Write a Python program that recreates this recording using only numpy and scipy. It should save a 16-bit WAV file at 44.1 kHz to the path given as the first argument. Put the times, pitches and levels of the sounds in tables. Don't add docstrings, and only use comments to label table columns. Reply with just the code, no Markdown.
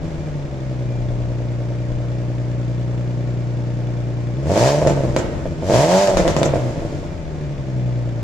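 import sys
import numpy as np
from scipy import signal
from scipy.fft import rfft, irfft
from scipy.io import wavfile
from scipy.ndimage import uniform_filter1d

SR = 44100
rng = np.random.default_rng(int(sys.argv[2]) if len(sys.argv) > 2 else 0)


def unload_wav(signal):
    wavfile.write(
        sys.argv[1],
        SR,
        np.round(np.clip(np.atleast_2d(signal).T, -1, 1) * 32767).astype(np.int16),
    )


N = 362943
TIME = np.arange(N) / SR
IDLE_HZ = 60


# (time [s], firing rate [Hz])
FIRING_RATE = [(0, 83), (.3, 74), (.55, 66), (.9, 60.7), (1.4, 59.9), (3, 60.8), (4.32, 59.7), (4.45, 72),
               (4.52, 94), (4.61, 118), (4.72, 145), (4.81, 153), (4.98, 138), (5.12, 122), (5.6, 77),
               (5.68, 96), (5.78, 128), (5.85, 158), (5.92, 183), (6.02, 199.5), (6.12, 189), (6.3, 165),
               (6.58, 129), (7.2, 80), (7.75, 63), (8.23, 57.8)]

def crankshaft(start_cycles=-.47):
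    rate_hz, = curve(FIRING_RATE)
    return rate_hz, start_cycles + np.cumsum(rate_hz) / SR + .007 * wander(2)


# (opens [s], ramp [s], starts to shut [s])
THROTTLE_PRESSES = [(4.42, 0.18, 4.69), (5.615, 0.135, 5.835), (5.8, 0.115, 6.03)]

def throttle(manifold_s=.12):
    presses = [np.clip((TIME - opens) / ramp, 0, 1) * np.exp(-np.maximum(TIME - shuts, 0) / manifold_s)
               for opens, ramp, shuts in THROTTLE_PRESSES]
    return np.max(presses, 0)


# (time [s], half length [s], starvation change [ratio])
FUEL_SPELLS = [(5.051, 0.017, -0.54), (6.653, 0.063, -0.94), (7.202, 0.16, 0.83)]

def starvation(rate_hz, coast_span_hz=7.1):
    slowing = uniform_filter1d(1. * (np.gradient(rate_hz) <= 0), size=4400)
    above_idle = np.clip((rate_hz - IDLE_HZ) / coast_span_hz, 0, 1)
    spells = sum(change * np.exp(-((TIME - s) / half) ** 4) for s, half, change in FUEL_SPELLS)
    return np.maximum(slowing * above_idle ** 2 + spells, 0)


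def misfiring(rate_hz, starved, opening, idle=.06, loaded=.057, coasting=.64, rough_hz=102):
    off_load = idle + (coasting - idle) * np.minimum(starved, 1)
    misfire = off_load * (1 - opening) + loaded * opening
    return misfire, np.maximum(misfire * np.minimum(rate_hz / rough_hz, 1) ** 2, idle)


# (idle body [dB], idle throat [dB], load strength [dB], lag [cycles], valve tick [dB])
CYLINDERS = [(-10, -3, 2.5, .03, -19), (2.5, -8, -3.5, .02, 0), (2.5, 5.5, .5, .03, -20.5),
             (1.5, 2, -3, .005, -.5), (-3.5, -2.5, 1, .03, -6.5), (1, .5, -1, .02, -5)]

def firings(cycles, rate_hz, load, uneven, scatter_db=5, jitter_cycles=.17, bank_lag_cycles=.05):
    at = np.flatnonzero(np.diff(np.floor(np.maximum(cycles, 0)))) + 1
    count = np.arange(len(at))
    body_db, throat_db, load_db, idle_lag, tick_db = np.array(CYLINDERS)[count % len(CYLINDERS)].T
    strength, slip, knock = np.clip(rng.standard_normal((len(at), 3)), -2, 2).T
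    working = np.clip(np.maximum(load[at], rate_hz[at] / IDLE_HZ - 1), 0, 1)
    lag = (1 - working) * idle_lag + working * bank_lag_cycles * (count % 2)
    times_s = TIME[at] + (lag + jitter_cycles * slip * uneven[at] ** 1.5) / rate_hz[at]
    shared_db = load_db * working + scatter_db * strength * uneven[at]
    body, throat = [clicks(times_s, amp(db * (1 - working) + shared_db)) for db in (body_db, throat_db)]
    return body, throat, clicks(TIME[at], amp(tick_db + 2 * knock))


# (frequency [Hz], gain [dB])
LOAD_PULSE_SPECTRUM = [(40, -25.5), (75, -12.5), (115, 6.5), (200, 4.5), (260, -2), (315, 6.5), (388, 5),
                       (445, 4), (520, 9), (620, 8), (700, 0.5), (790, -9), (950, -8), (1250, -18.5),
                       (2500, -26), (7000, -62)]
# (frequency [Hz], t60 [s], gain [dB])
PIPE_MODES = [(81, .25, 4), (135, .12, 2), (182, .25, 1), (331, .45, 1), (587, .25, -5), (873, .25, 5)]
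# (frequency [Hz], t60 [s], gain [dB])
MOUTH_MODES = [(700, .022, 8), (790, .02, 4), (885, .03, 2)]

def bark(pulses, soft, load, blare, bark_db, trim_db=2.4, flow_damping=.12):
    gas = steadied(pulses[None], size=8001)
    eddies = .28 * steadied(convolve(pulses, np.exp(-TIME[:1000] / .002))) * rng.standard_normal(N)
    hard = silencer(convolve(gas + eddies, response(LOAD_PULSE_SPECTRUM)), hold_hz=587, width_hz=550)
    sound = (1 - load) * soft + load * hard + ring(hard * blare, MOUTH_MODES)
    sound = yard(sound + ring(sound * (1 - flow_damping * load), PIPE_MODES), wall_db=-13, tail_db=-17)
    mids = signal.sosfilt(signal.butter(2, [280, 1000], "band", fs=SR, output="sos"), sound)
    mid_power = uniform_filter1d(uniform_filter1d((mids ** 2).mean(0), size=4400), size=2000)
    return amp(bark_db + trim_db) * sound / np.sqrt(abs(mid_power) + 1e-12)


# (time [s], half length [s], level change [dB])
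BARK_SURGES = [(4.72, 0.027, -2), (4.945, 0.022, -5.5), (5.585, 0.017, -1.5), (5.665, 0.013, -5.5),
               (5.96, 0.026, 3), (6.095, 0.032, 3.5), (6.145, 0.062, 0), (6.335, 0.024, -9.5),
               (6.5, 0.028, -2), (6.62, 0.09, -6), (6.735, .02, -6)]

def bark_level(rate_hz, starved, opening, dip_db=-4, lead_s=.011, half_s=.009):
    base_db = level(rate_hz, starved, opening ** .72, idle_db=-37, coast_db=-4.5, octave_db=11,
                    full_db=-17.5)
    missed_db = swells([(s - lead_s, half_s, dip_db) for s, *_ in POPS + BANGS]).clip(dip_db, 0)
    burning_db = afterburn(base_db, burn_db=-11, burn_s=.013)
    return burning_db + swells(BARK_SURGES) + missed_db * (1 - opening / 2)


# (frequency [Hz], gain [dB])
IDLE_PULSE_SPECTRUM = [(40, -6), (90, 0), (150, 20), (205, -4.5), (260, 8), (300, 7), (360, 7), (410, -6),
                       (500, 5), (630, 4), (720, -6.5), (820, -38.5), (920, -19), (1200, -39.5),
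                       (2500, -53.5)]
# (time [s], level [dB])
THROAT_LEVEL = [(0, -5), (1.2, -0.5), (3.5, -7.5), (6, -2), (8.2, -4)]

def putter(body, throat, split_hz=450, return_s=.0076, return_db=-11):
    churn = .08 * rng.standard_normal(N)
    lowpass, highpass = [signal.butter(2, split_hz, k, fs=SR, output="sos") for k in ("low", "high")]
    low = signal.sosfiltfilt(lowpass, steadied(body[None], size=8001) + churn)
    high = signal.sosfiltfilt(highpass, steadied(throat[None], size=8001) + churn)
    throat_db, = curve(THROAT_LEVEL)
    pulses = convolve(low + amp(throat_db) * high, response(IDLE_PULSE_SPECTRUM))
    sound = silencer(pulses, hold_hz=720, width_hz=420)
    return sound - amp(return_db) * np.roll(sound, round(return_s * SR), axis=1)


def silencer(x, hold_hz, width_hz):
    r = np.exp(-np.pi * width_hz / SR)
    poles = [1, -2 * r * np.cos(2 * np.pi * hold_hz / SR), r ** 2]
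    return signal.lfilter(poles[::-1], poles, x)


# (centre [Hz], width [Hz], gain [dB])
TAILPIPE_RESONANCES = [(122.4, 17.6, -4.5), (182.55, 16, -10)]
# (time [s], half length [s], level change [dB])
BOOM_SWELLS = [(4.66, .05, 6), (4.88, 0.02, 6), (5.07, .08, 14), (5.8, 0.034, 11.5), (6.65, 0.05, 6.5),
               (7.15, 0.19, -9.5), (7.8, .2, 3.5)]

def drone(cycles, rate_hz, uneven, starved, opening, bank_db=-3, flutter=8):
    boom_db = level(rate_hz, starved, opening ** 12, idle_db=-20, coast_db=-7, octave_db=-6.5,
                    full_db=-19)
    low_db = level(rate_hz, starved, opening ** .74, idle_db=-34.5, coast_db=-3, octave_db=12.5,
                   full_db=-6.5)
    boom = 0
    for harmonic, db in enumerate([0, 0, -2], start=1):
        hz = harmonic * rate_hz
        gain = sum(amp(peak_db) / (1 + 1j * (hz ** 2 - centre ** 2) / (hz * width))
                   for centre, width, peak_db in TAILPIPE_RESONANCES)
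        gain *= below(hz, 235) * (1 - below(hz, 100))
        boom = boom + amp(db) * (gain * np.exp(2j * np.pi * harmonic * cycles)).real
    fundamental = np.sin(2 * np.pi * cycles) * below(rate_hz, 98)
    banks = np.sin(np.pi * cycles) * (1 - below(rate_hz, 105)) * below(rate_hz, 180)
    low = fundamental + amp(bank_db) * uneven * banks
    shake = flutter * uneven ** 2
    sway = (1 + shake * wander(91)) / np.sqrt(1 + shake ** 2)
    return np.sqrt(2) * sway * (amp(boom_db + swells(BOOM_SWELLS)) * boom + amp(low_db) * low)


# (frequency [Hz], gain [dB])
IDLE_GAS_SPECTRUM = [(530, 3.5), (900, -4.5), (976, -7.5), (1220, -10), (1710, -12), (2200, -12.5),
                     (2360, -15), (3120, -19.5), (3390, -21), (4480, -22), (5990, -24), (7300, -27.5),
                     (8690, -43.5), (14500, -56)]
# (frequency [Hz], gain [dB])
LOAD_GAS_SPECTRUM = [(530, -15.5), (900, -2), (1110, -9), (1400, -13.5), (1630, -10.5), (2780, -16.5),
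                     (3120, -15), (3630, -17.5), (4970, -15.5), (7220, -17), (8590, -27), (14000, -39)]

def rush(pulses, rate_hz, starved, opening, puff_s=.024, jet_floor=.092):
    base_db = level(rate_hz, starved, opening ** 1.11, idle_db=-49, coast_db=-1.5, octave_db=7,
                    full_db=-25)
    rush_db = afterburn(base_db, burn_db=-30, burn_s=.0095)
    jet_share = np.interp(rush_db, [-53, -38], [0, 1])
    puffs = steadied(convolve(pulses, np.exp(-TIME[:2000] / puff_s)))
    idle = amp(14) * convolve(stereo_noise(N), response(IDLE_GAS_SPECTRUM))
    jet = amp(2) * convolve(unit_rms(stereo_noise(N) * (puffs + jet_floor)), response(LOAD_GAS_SPECTRUM))
    sound = np.sqrt(1 - jet_share) * idle + np.sqrt(jet_share) * jet
    return yard(amp(rush_db) * sound, wall_db=-10, tail_db=-19)


# (frequency [Hz], gain [dB])
RASP_SPECTRUM = [(500, -9.5), (1100, 1), (2000, -2), (7200, 16), (9000, -16), (14000, -18)]

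def rasp(exhaust, opening, gain_db=-21, crest_rms=1.5):
    crests = np.maximum(steadied(exhaust).mean(0) - crest_rms, 0)
    spit = convolve(crests * stereo_noise(N), response(RASP_SPECTRUM))
    return yard(amp(gain_db) * opening ** 2 * spit, wall_db=-2.5, tail_db=-6)


# (time [s], crack [dB], shock [dB], sizzle re crack [dB])
BANGS = [(4.872, -18, -8, -11), (5.164, -13.5, -5.5, -18), (5.738, -15, -11, -23.5),
         (6.074, -15.5, -14.5, -22.5), (6.1709, -15, -8, -8), (6.2785, -16, -12.5, -11.5),
         (6.3655, -14.5, -6, -18), (6.431, -10, -7.5, -24.5)]
# (frequency [Hz], decay [s], level [dB])
SHOCK_MODES = [(353, 0.0072, -4.5), (547, .0026, 0.5), (860, 0.0035, -15.5)]
# (frequency [Hz], gain [dB])
CRACK_SPECTRUM = [(200, 20.5), (600, 13), (1200, 17), (2500, 11.5), (4200, 9.5), (7000, 10.5), (9000, -3),
                  (14000, -14.5)]

def bangs(rise_s=.00012, crack_s=.0014, sizzle_s=.045, slap_s=.025, trim_db=-1, slap_db=-13):
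    times_s, crack_db, shock_db, sizzle_db = np.transpose(BANGS)
    t = TIME[:8000]
    front = 1 - np.exp(-t / rise_s)
    ringing = sum(amp(db) * np.exp(-t / decay_s) * np.sin(2 * np.pi * hz * t + np.pi / 5)
                  for hz, decay_s, db in SHOCK_MODES)
    shock = convolve(clicks(times_s, amp(shock_db)), front * ringing)
    hits = clicks(times_s, amp(crack_db + trim_db))
    crack = convolve(hits, np.exp(-t / crack_s))
    sizzle = convolve(clicks(times_s, amp(crack_db + trim_db + sizzle_db)), np.exp(-t / sizzle_s))
    blast = shock + convolve((crack + sizzle) * stereo_noise(N), response(CRACK_SPECTRUM))
    slap = convolve(hits, amp(slap_db) * np.exp(-abs(t - slap_s) / .011)) * stereo_noise(N)
    slap_hz_db = [(500, 12.5), (4000, -18), (6000, 5), (7400, 6), (9000, -19), (14000, -24.5)]
    return yard(blast + convolve(slap, response(slap_hz_db)), wall_db=-7, tail_db=-6)


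# (time [s], level [dB])
POPS = [(4.499, -11.5), (4.563, -8.5), (4.781, -15), (4.817, -10), (4.851, -8), (4.864, -4.5), (4.898, -9),
        (4.973, -15.5), (5.036, -15.5), (5.456, -17.5), (5.625, -18), (5.698, -5.5), (5.719, -6),
        (6.085, -13), (6.101, -17.5), (6.196, -11.5), (6.253, -7.5), (6.265, -6.5), (6.386, -11),
        (6.416, -6.5), (6.458, -10), (6.537, -6.5), (6.557, -8.5), (6.567, -15), (6.659, -21.5),
        (6.759, -23), (6.82, -19.5)]

def pops(pipe_db=-4, mouth_db=-10):
    times_s, db = np.transpose(POPS)
    thump = response(LOAD_PULSE_SPECTRUM)
    thumps = convolve(clicks(times_s, amp(db)), thump / abs(thump).max())
    sound = thumps + amp(pipe_db) * ring(thumps, PIPE_MODES) + amp(mouth_db) * ring(thumps, MOUTH_MODES)
    return yard(sound, wall_db=-11, tail_db=-12)


def afterburn(base_db, burn_db, burn_s):
    times_s, db = np.transpose(POPS)
    age = TIME[:SR] / burn_s
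    burn_power = convolve(clicks(times_s, amp(db + burn_db) ** 2), age * np.exp(-age))[0]
    return 10 * np.log10(amp(base_db) ** 2 + abs(burn_power))


# (frequency [Hz], t60 [s], gain [dB])
VALVE_MODES = [(1750, .05, 13), (2380, .22, 20), (2900, .04, 6), (3450, .04, 12.5), (5920, .058, -2)]

def valves(ticks, level_db=-55, tick_s=.0055):
    envelope = steadied(convolve(ticks, np.exp(-TIME[:3000] / tick_s)), size=12001)
    tap_hz_db = [(700, -27.5), (1600, -8.5), (3000, -10), (7200, -19), (8800, -36), (14000, -41.5)]
    taps = convolve(envelope * stereo_noise(N), response(tap_hz_db))
    return amp(level_db) * unit_rms(taps + ring(taps, VALVE_MODES))


def belt_squeak(pitch_hz=2385, level_db=-51.5):
    envelope = amp(level_db) * np.sqrt(np.interp(TIME, [.8, .86, .97, 1.02], [0, 1, 1, 0]))
    return envelope * np.sin(2 * np.pi * np.cumsum(pitch_hz + 14 * wander(80)) / SR)


# (frequency [Hz], gain [dB])
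RUMBLE_SPECTRUM = [(12, -29.5), (25, 1), (42, -1.5), (60, 0), (85, 7.5), (250, -47), (2000, -100)]
# (frequency [Hz], gain [dB])
GUST_SPECTRUM = [(12, -26.5), (28, 0.5), (40, 6.5), (55, -5.5), (80, -1.5), (250, -39), (2000, -100)]
# (time [s], half length [s], level [dB])
GUSTS = [(1.14, 0.22, -31), (1.946, 0.065, -30), (5.414, 0.29, -39), (6.224, .08, -25)]

def buffeting(misfire, opening, base_db=-46, misfire_db=17, open_db=-7, left_db=4):
    noise = rng.standard_normal(N) + .22 * rng.standard_normal((2, N))
    rumble, gust = [steadied(convolve(noise, response(spectrum, size=32768)), size=12001)
                    for spectrum in (RUMBLE_SPECTRUM, GUST_SPECTRUM)]
    rumble_gain = amp(base_db + misfire_db * misfire + open_db * opening)
    gust_gain = swells([(s, half, amp(db)) for s, half, db in GUSTS])
    return (rumble_gain * rumble + gust_gain * gust) * amp([[left_db], [-left_db]])


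# (frequency [Hz], t60 [s])
YARD_DECAY = [(100, 1), (500, 1), (2000, 1), (7000, 0.02), (14000, 0.26)]
# (delay [s], level [dB])
WALL_ECHOES = [(.0065, -4), (0.0124, -13.5), (0.03, -12), (.036, -14)]

def yard(x, wall_db, tail_db, smear_s=.0031):
    t = TIME[:SR]
    hz, age_s, noise = signal.stft(stereo_noise(SR), SR, nperseg=256)
    decay = amp(-60 * age_s / at_hz(YARD_DECAY, hz)[:, None])
    tail = signal.istft(noise * decay, SR, nperseg=256)[1][:, :SR] * np.minimum(t / .004, 1)
    walls = sum(amp(db) * np.exp(-abs(t - s) / smear_s) for s, db in WALL_ECHOES) * stereo_noise(SR)
    echoes = amp(wall_db) * unit_rms(walls) + amp(tail_db) * unit_rms(tail)
    return x + convolve(x, echoes / np.sqrt(SR))


# (frequency [Hz], left-right correlation [0-1])
MIC_CORRELATION = [(60, 1), (300, .8), (650, .45), (1300, .25), (3000, .3), (7000, .15)]

def stereo_noise(size):
    a, b = rfft(rng.standard_normal((2, size)))
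    same = at_hz(MIC_CORRELATION, np.fft.rfftfreq(size, 1 / SR))
    return irfft(np.array([a, same * a + np.sqrt(1 - same ** 2) * b]), size)


def level(rate_hz, starved, opening, idle_db, coast_db, octave_db, full_db):
    off_load_db = idle_db + coast_db * starved + octave_db * np.log2(rate_hz / IDLE_HZ)
    return (1 - opening) * off_load_db + opening * full_db


def ring(x, modes):
    out = 0
    for hz, t60_s, db in modes:
        r = np.exp(-np.log(1000) / (t60_s * SR))
        pole = r * np.exp(2j * np.pi * hz / SR)
        out = out + 2 * amp(db) * signal.lfilter([1 - r], [1, -pole], x).real
    return out


def response(spectrum, size=8192):
    log_gain = np.log(amp(at_hz(spectrum, abs(np.fft.fftfreq(size, 1 / SR)))))
    taps = np.fft.ifft(np.exp(np.conj(signal.hilbert(log_gain)))).real[:size // 2]
    return taps / np.linalg.norm(taps)


def steadied(x, size=4001):
    window = np.hanning(size)
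    power = signal.fftconvolve((x ** 2).mean(0), window / window.sum(), "same")
    return x / np.sqrt(abs(power) + 1e-12)


def wander(cutoff_hz):
    hz = np.fft.rfftfreq(N, 1 / SR)
    return unit_rms(irfft(rfft(rng.standard_normal(N)) * np.exp(-(hz / cutoff_hz) ** 2), N))


def clicks(times_s, sizes):
    return np.bincount(np.clip(np.round(times_s * SR).astype(int), 0, N), sizes, N + 1)[:N]


def swells(rows):
    return sum(height * np.exp(-((TIME - s) / half_s) ** 2) for s, half_s, height in rows)


def curve(rows):
    times_s, *columns = np.transpose(rows)
    return [np.interp(TIME, times_s, column) for column in columns]


def at_hz(points, hz):
    points_hz, values = np.transpose(points)
    return np.interp(np.log(hz + 1), np.log(points_hz + 1), values)


def below(hz, edge_hz):
    return np.exp(-(hz / edge_hz) ** 8)


def convolve(x, taps):
    return signal.fftconvolve(np.atleast_2d(x), np.atleast_2d(taps), axes=1)[:, :N]


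def unit_rms(x):
    return x / np.sqrt(np.mean(x ** 2) + 1e-20)


def amp(db):
    return 10 ** (np.asarray(db) / 20)


def scene(blare_hz=165):
    rate_hz, cycles = crankshaft()
    opening = throttle()
    starved = starvation(rate_hz)
    misfire, uneven = misfiring(rate_hz, starved, opening)
    bark_db = bark_level(rate_hz, starved, opening)
    load = np.interp(bark_db, [-35, -20], [0, 1])
    blare = opening * (rate_hz / blare_hz) ** 2
    body, throat, ticks = firings(cycles, rate_hz, load, uneven)
    pipe = bark(body, putter(body, throat), load, blare, bark_db)
    exhaust = pipe + drone(cycles, rate_hz, uneven, starved, opening)
    exhaust += rasp(pipe, opening) + rush(body, rate_hz, starved, opening)
    return exhaust + pops() + bangs() + valves(ticks) + belt_squeak() + buffeting(misfire, opening)


# (frequency [Hz], left minus right [dB])
MIC_BALANCE = [(60, 2.5), (120, 1.5), (200, 1), (370, -.5), (690, -1.2), (1270, -4), (2330, 3.5), (4290, 0),
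               (7890, 4), (14500, 0)]
# (frequency [Hz], left phase lead [rad])
MIC_PHASE = [(40, 0.92), (125, 0.69), (280, 0.11), (600, 0.16), (1500, 0.099)]

def record(dry, ceiling=.95, cutoff_hz=14450):
    hz = np.fft.rfftfreq(N, 1 / SR)
    left = amp(at_hz(MIC_BALANCE, hz) / 2) * np.exp(1j * at_hz(MIC_PHASE, hz) / 2)
    heard = irfft(rfft(dry) * np.array([left, 1 / left]), N)
    rounded = heard / (1 + (heard / ceiling) ** 4) ** (1 / 4)
    lowpass = signal.firwin(511, cutoff_hz, window=("kaiser", 9), fs=SR)
    return signal.oaconvolve(rounded, lowpass[None], "same")


dry = scene()
out = record(dry)
unload_wav(out)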